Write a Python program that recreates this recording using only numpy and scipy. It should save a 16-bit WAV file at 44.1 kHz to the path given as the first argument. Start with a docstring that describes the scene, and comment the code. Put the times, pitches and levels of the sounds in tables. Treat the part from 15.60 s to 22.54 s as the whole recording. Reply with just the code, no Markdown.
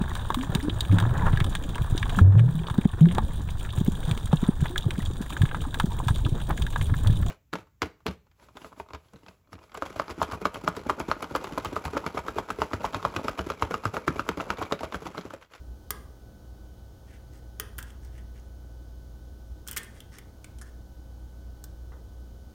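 """A steel pick probes the pins of a lock clamped in a bench vice, heard from close by.
Freed pins snap, the pick scrapes and ticks along the keyway, and a hand softly bumps the vice.
Every contact makes lock, tools and vice ring with a set of quickly fading tones.
A small workshop adds a short echo, over a low machine hum, rumbling air and faint hiss."""
import sys
import numpy as np
from scipy import signal
from scipy.fft import rfft, irfft
from scipy.io import wavfile

SR = 44100
rng = np.random.default_rng(int(sys.argv[2]) if len(sys.argv) > 2 else 0)


def unload_audio(sound):
    """Save the sound as a 16-bit wav file, at the path given as the first command line argument."""
    columns = np.transpose(np.atleast_2d(sound))
    # keep every value between -1 and 1, then stretch to whole-number steps
    steps = np.round(np.clip(columns, -1, 1) * 32767)
    wavfile.write(sys.argv[1], SR, steps.astype(np.int16))


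N = 306035

# how loud the machine hums over time: t/s, level/dB
HUM_LEVELS = [(0.0, -49), (0.11, -39), (0.25, -60), (0.31, -43), (0.73, -55), (0.81, -80), (0.87, -45.5),
              (1.35, -51), (2.61, -42.5), (3.75, -45.5), (3.94, -39.5), (4.1, -51), (4.91, -56),
              (4.95, -45), (6.67, -42), (6.94, -49)]
# weak overtones and whines above the hum: f/Hz, level/dB
HUM_TONES = [(119.9, -59.5), (179, -69), (210.6, -67.5), (308, -68), (480, -74), (540, -70), (660, -75),
             (1260, -82), (1500.5, -72), (3001, -83)]
# air noise of the workshop: f/Hz, level/(dB per Hz)
AIR_RUMBLE = [(15, -80.5), (30, -80), (46, -70.5), (70, -66), (100, -72.5), (145, -81), (220, -82),
              (330, -83.5), (560, -91.5), (820, -91.5), (1100, -101), (1450, -101), (2000, -114),
              (4000, -130)]
# microphone hiss: f/Hz, level/(dB per Hz)
MIC_HISS = [(2850, -112), (3100, -106), (6800, -107), (7300, -113), (9500, -112), (12900, -114),
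            (13600, -109), (15800, -111)]
# tones that lock, tools and vice ring with: f/Hz, energy/dB, t60/s (time to fade by 60 dB)
METAL_TONES = [(226, -21.5, 0.31), (432, -9.5, 0.026), (1400, -22, 0.0061), (1640, -2, 0.0088),
               (1820, -7.5, 0.0092), (2120, -5.5, 0.018), (2530, -12.5, 0.0031), (2850, -8, 0.019),
               (3094, -6.5, 0.032), (3372, -7, 0.1), (4330, -40, 0.081), (5030, -9.5, 0.014),
               (6130, -19, 0.0036), (8500, -2.5, 0.0011), (8950, -10.5, 0.0017), (13300, -17, 0.0037)]
# a pin snaps free: t/s, strength/dB, vice knock/dB, lock ring/dB, pick pitch/Hz, pick ping/dB,
# wrench clack/dB, wrench overtone/dB, delay of second blow/s, second blow against first/dB
PIN_SNAPS = [(0.3056, -9, -39.5, 0.5, 1640, -3, -2.5, -9, 0.0019, -9.5),
             (1.9977, -21, -41.5, 4, 1880, 6, -5.5, 4.5, 0.001302, 10.5)]
# the thin, very brief ring of a pin: f/Hz, energy/dB, t60/s
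PIN_TONES = [(4970, -8.5, 0.013), (6400, -27.5, 0.0093), (8830, -8, 0.01), (13700, 2.5, 0.0076)]
# the tension wrench that turns the lock, damped by a finger: f/Hz, level/dB, t60/s
WRENCH_TONES = [(1207, -29.5, 0.033), (1275, -31, 0.013)]
# how long the room echoes: f/Hz, t60/s
ECHO_TIMES = [(200, 0.74), (1200, 0.46), (3400, 0.42), (8000, 0.49), (15000, 0.43)]
# tone colour of the echo: f/Hz, level/dB
ECHO_COLOUR = [(400, 0.5), (750, 0), (1300, -2.5), (1750, -3.5), (2150, -6.5), (2600, -6.5), (3400, -7),
               (4500, -10.5), (6000, -15), (9000, -17), (11500, -15), (13800, -24)]
# strokes along the keyway: start/s, end/s, strength/dB, lock ring/dB, squeak/dB, pick pitch/Hz
PICK_STROKES = [(1.451, 1.59, -67.5, 5.5, -14, 2020), (1.711, 1.802, -66, 1.5, -8, 1860),
                (2.245, 2.328, -63, 0, -12, 1900), (2.41, 2.494, -67, 2, -3, 1800),
                (2.507, 2.626, -68, 5, -16, 1850), (2.74, 2.804, -68, 5, -10, 1950),
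                (4.059, 4.163, -57.5, 5, -14, 2730), (4.21, 4.26, -70, 8, -15, 2160),
                (4.33, 4.408, -61.5, 1, -32, 2120), (4.51, 4.593, -58.5, 4, -2, 1840),
                (5.026, 5.123, -67, 2, -12, 1640)]
# touches of the pick, single or in quick runs: t/s, strength/dB, lock ring/dB, slide/ms, ping pitch/Hz (the
# pick's, or a pin's for the highest)
PICK_TOUCHES = [(1.539, -49, 15, 2.3, 2070), (1.736, -52, -8, .3, 1800), (1.772, -52, 4, .3, 1770),
                (2.182, -25.5, 2, 0.45, 3380), (2.185, -22.5, 3, 1.5, 2020), (2.1872, -21.5, 9, 1.1, 1620),
                (2.203, -34, 10, 3, 1640), (2.2272, -27.5, 2.5, 1.5, 3300), (2.304, -39.5, 11.5, 2.2, 3270),
                (2.4487, -41, 1, 0.6, 1810), (2.5793, -42, 13, 4.6, 1800), (2.797, -49, 2, 2.6, 6000),
                (4.068, -40, 14, 2.2, 1550), (4.0758, -22, -9, 1.4, 3000), (4.084, -22.5, 0, 0.66, 3200),
                (4.085, -23, 6, 2.7, 3300), (4.093, -30, 0, 0.56, 2980), (4.1125, -22, 5, 0.44, 9300),
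                (4.1181, -31, 11, 1.1, 3180), (4.1295, -29, 0, .6, 2140), (4.1309, -27, 2, 1.8, 3000),
                (4.164, -20, 2, 0.68, 1690), (4.167, -15, 7, 1.4, 2120), (4.1722, -13.5, 6, 1.1, 1820),
                (4.1765, -19.5, 2, 1.1, 2100), (4.179, -16.5, 5, 2, 3200), (4.2328, -31, -8, 1.1, 8200),
                (4.245, -37, 3, 1.6, 9000), (4.404, -31.5, 11, 2, 3340), (4.585, -27.5, 6, 2.2, 2090),
                (4.844, -29.5, 8.5, 2.3, 2390), (4.986, -34, 0, 4.4, 3120), (5.014, -23.5, 2, 6.4, 1656),
                (6.0402, -24.5, -6, 1.3, 1620)]
# the hand bumps the vice: t/s, strength/dB, slide/ms, pick pitch/Hz
HAND_BUMPS = [(6.32, -33, 18, 2100)]
# flesh passes almost no treble: f/Hz, level/dB
FLESH_COLOUR = [(300, 17), (1000, 14), (1600, 4), (2100, 3), (4000, -9), (9000, -42)]


def amp(db):
    """Turns decibels into a gain."""
    return 10 ** (np.asarray(db) / 20)


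def unit_rms(x):
    """Scales a signal to an average (rms) level of 1."""
    return x / np.sqrt(np.mean(x ** 2) + 1e-20)


def look_up(points, hz):
    """Reads between the rows of a table, on a log-frequency axis."""
    f, value = np.transpose(points)
    return np.interp(np.log(hz + 1), np.log(f + 1), value)


def add(mix, s, sound):
    """Mixes a sound in at s seconds."""
    part = mix[round(s * SR):][:len(sound)]
    part += sound[:len(part)]


def drift(rate_hz):
    """Smooth random wobble; a higher rate moves faster."""
    hz = np.fft.rfftfreq(N, 1 / SR)
    return unit_rms(irfft(rfft(rng.standard_normal(N)) * np.exp(-(hz / rate_hz) ** 2), N))


def tint(x, points):
    """Colours a sound by an f/Hz, level/dB table, with no ringing ahead of it (minimum phase)."""
    size = 1024
    log_gain = np.log(amp(look_up(points, abs(np.fft.fftfreq(size, 1 / SR)))))
    taps = np.fft.ifft(np.exp(np.conj(signal.hilbert(log_gain)))).real
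    return signal.fftconvolve(x, taps[:size // 2])[:len(x)]


def machine_hum(hum_hz=59.23, waver_hz=0.91, throb=0.24, tone_waver_hz=0.62, tone_throb=0.18):
    """A machine hums low, with weak tones above; all waver in pitch and loudness."""
    level_db = np.interp(np.arange(N) / SR, *np.transpose(HUM_LEVELS))
    turns = np.cumsum(hum_hz + waver_hz * drift(6)) / SR
    out = amp(level_db) * unit_rms(np.sin(2 * np.pi * turns) * (1 + throb * drift(53)))
    sway, wander = drift(37), drift(1.76)
    for hz, db in HUM_TONES:
        lag = rng.integers(N)  # each tone wobbles in its own time
        turns = np.cumsum(hz + tone_waver_hz * np.roll(wander, lag)) / SR
        out += amp(db) * unit_rms(np.sin(2 * np.pi * turns) * (1 + tone_throb * np.roll(sway, lag)))
    return out


def steady_noise(points):
    """Air rumble or hiss: even noise shaped by a table."""
    gain = amp(look_up(points, np.fft.rfftfreq(N, 1 / SR))) * np.sqrt(SR / 2)
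    return irfft(rfft(rng.standard_normal(N)) * gain, N)


def lock_ring(thud_db, ring_db, sharp_db, pick_hz, pick_db=-5, extra_tones=(), detune=0.027, crack_db=-7):
    """The metal rings after one contact; the place touched shifts its tones a little."""
    t = np.arange(SR // 4) / SR
    ping = (pick_hz, pick_db, 36 / pick_hz)  # the pick fades in 36 cycles
    hz, db, t60 = np.transpose([*METAL_TONES, ping, *extra_tones])[:, :, None]
    shift, phase = rng.standard_normal((2, len(hz), 1))
    tones = np.sin(2 * np.pi * (hz * (1 + detune * shift) * t + phase)) * amp(-60 * t / t60)
    tones *= amp(db) / np.linalg.norm(tones, axis=1, keepdims=True)
    crack = rng.standard_normal(len(t)) * np.exp(-t / 0.0077)  # crowded tones that die at once
    click = 1. * (t == 0)  # the sudden stop of the pin
    body = unit_rms(tones.sum(0)) + amp(crack_db) * unit_rms(crack) + amp(-4) * unit_rms(click)
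    # a hard snap shakes the vice (thud), a sideways push rings the lock, a sharp edge adds treble
    colour = [(100, thud_db + 7.5), (420, thud_db), (700, thud_db - 6),
              (1200, (thud_db + ring_db) / 2 + 6.5),
              (1650, ring_db), (2100, ring_db), (2500, ring_db + 2), (3300, ring_db),
              (4300, 7.4), (6000, 11.9), (8500, 11.2), (10000, 10.9), (11500, 5.5),
              (13500, sharp_db), (14800, sharp_db), (16000, sharp_db - 8)]
    return tint(body / np.linalg.norm(body), colour)


def strike(slide_ms, *ring_args, **ring_options):
    """A blow, followed by tiny slips that die away, rings the lock."""
    ms = 1000 * np.arange(2048) / SR
    slips = rng.standard_normal(len(ms)) * np.exp(-ms / slide_ms)
    force = 0.97 * slips / np.linalg.norm(slips)
    force[0] += .5  # the blow itself
    spectrum = rfft(np.roll(force, 8))
    force = irfft(spectrum / (abs(spectrum) + 1e-9))[:len(ms) // 2]  # equally strong at all pitches
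    return signal.fftconvolve(force / np.linalg.norm(force), lock_ring(*ring_args, **ring_options))


def pin_snaps(knock_hz=417.5, knock_rise_s=0.0016, knock_t60=0.07, overtone_hz=3430, overtone_t60=0.03):
    """A freed pin strikes twice, hard enough to clack the wrench and knock the vice."""
    out, t = np.zeros(N), np.arange(SR // 4) / SR
    rise = 1 - np.exp(-t / knock_rise_s)  # the heavy vice answers slowly
    knock = np.sin(2 * np.pi * knock_hz * t) * rise * amp(-60 * t / knock_t60)
    clack = sum((-1) ** k * np.sin(2 * np.pi * hz * t) * amp(db - 60 * t / t60)
                for k, (hz, db, t60) in enumerate(WRENCH_TONES))
    for s, db, knock_db, ring_db, pick_hz, pick_db, clack_db, overtone_db, gap_s, second_db in PIN_SNAPS:
        jolted = [*PIN_TONES, (overtone_hz, overtone_db, overtone_t60)]
        for delay, blow_db in (0, db), (gap_s, db + second_db):
            blow = strike(slide_ms=1, thud_db=4, ring_db=ring_db, sharp_db=9.5, pick_hz=pick_hz,
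                          pick_db=pick_db, extra_tones=jolted, detune=0.0034, crack_db=-10)
            add(out, s + delay, amp(blow_db) * blow)
        add(out, s, amp(knock_db) * knock + amp(clack_db) * clack)
    return out


def workshop_echo(x, first_s=0.00063, build_s=0.00052):
    """Sound bounces off bench and walls many times; the bass lasts longest."""
    t = np.arange(SR * 3 // 4) / SR
    bounces = rng.standard_normal(len(t)) * np.clip((t - first_s) / build_s, 0, 1)
    hz, age_s, bands = signal.stft(bounces, SR, nperseg=256)
    t60 = look_up(ECHO_TIMES, hz)[:, None]
    even_energy = np.sqrt(2 * np.log(1000) / (t60 * SR))  # a longer fade adds no energy
    bands *= amp(look_up(ECHO_COLOUR, hz)[:, None] - 60 * age_s / t60) * even_energy
    return signal.fftconvolve(x, signal.istft(bands, SR, nperseg=256)[1])[:N]


def pick_scrapes(slips_per_s=650, spots=6, pitch_spread=0.093, squeak_hz=6100, squeak_t60=0.013):
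    """Steel on brass sticks and slips in many small steps; each spot rings a little differently."""
    out = np.zeros(N)
    for start, end, db, ring_db, squeak_db, pick_hz in PICK_STROKES:
        n = round((end - start) * SR)
        slipping = rng.random(SR)[:n] < slips_per_s / SR
        size_db = -0.5 * np.minimum(rng.exponential(1, SR)[:n], 4)
        spot = rng.integers(spots, size=SR)[:n]
        pressure = np.sin(np.pi * np.linspace(0, 1, n) ** 1.02)  # builds, then lets go a bit faster
        slips = unit_rms(slipping * amp(size_db) * pressure)
        pick_db = ring_db / 2 - 3  # pressed harder, the pick sings more
        for k, shift in enumerate(1 + pitch_spread * np.linspace(-1, 1, spots)):
            squeak = (squeak_hz * shift, squeak_db, squeak_t60)  # the tip squeaks where it bites
            ring = lock_ring(thud_db=-5, ring_db=ring_db, sharp_db=3, pick_hz=pick_hz * shift,
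                             pick_db=pick_db, extra_tones=[squeak], detune=.04)
            add(out, start, amp(db) * signal.fftconvolve(slips * (spot == k), ring))
    smoothing = np.exp(-2 * np.pi * 2400 / SR)  # softens the treble above 2400 Hz
    return signal.lfilter([1 - smoothing], [1, -smoothing], out)


def pick_ticks(thud_db=4, dulling_db_per_ms=4, singing_db_per_ms=2):
    """Light touches: short ones are sharp, sliding ones are duller and ring out a ping."""
    out = np.zeros(N)
    for s, db, ring_db, slide_ms, pick_hz in PICK_TOUCHES:
        sharp_db = 19.5 - dulling_db_per_ms * slide_ms
        pick_db = 1 + singing_db_per_ms * slide_ms
        add(out, s, amp(db) * strike(slide_ms, thud_db, ring_db, sharp_db, pick_hz, pick_db))
    return out


def hand_bump():
    """The hand knocks the same metal, muffled by the flesh."""
    out = np.zeros(N)
    for s, db, slide_ms, pick_hz in HAND_BUMPS:
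        knock = strike(slide_ms, thud_db=0, ring_db=0, sharp_db=0, pick_hz=pick_hz)
        add(out, s, amp(db) * tint(knock, FLESH_COLOUR))
    return out


def scene():
    """The picking, its echo and the background, in one channel."""
    picking = pin_snaps() + pick_ticks() + pick_scrapes() + hand_bump()
    echo = workshop_echo(picking)
    background = machine_hum() + steady_noise(AIR_RUMBLE) + steady_noise(MIC_HISS)
    return (picking + echo + background)[None]


def record(dry):
    """Cuts the highest treble, above 16200 Hz."""
    low_pass = signal.firwin(255, 16200, window=("kaiser", 9), fs=SR)
    return signal.oaconvolve(dry, low_pass[None], "same")


dry = scene()
out = record(dry)
unload_audio(out)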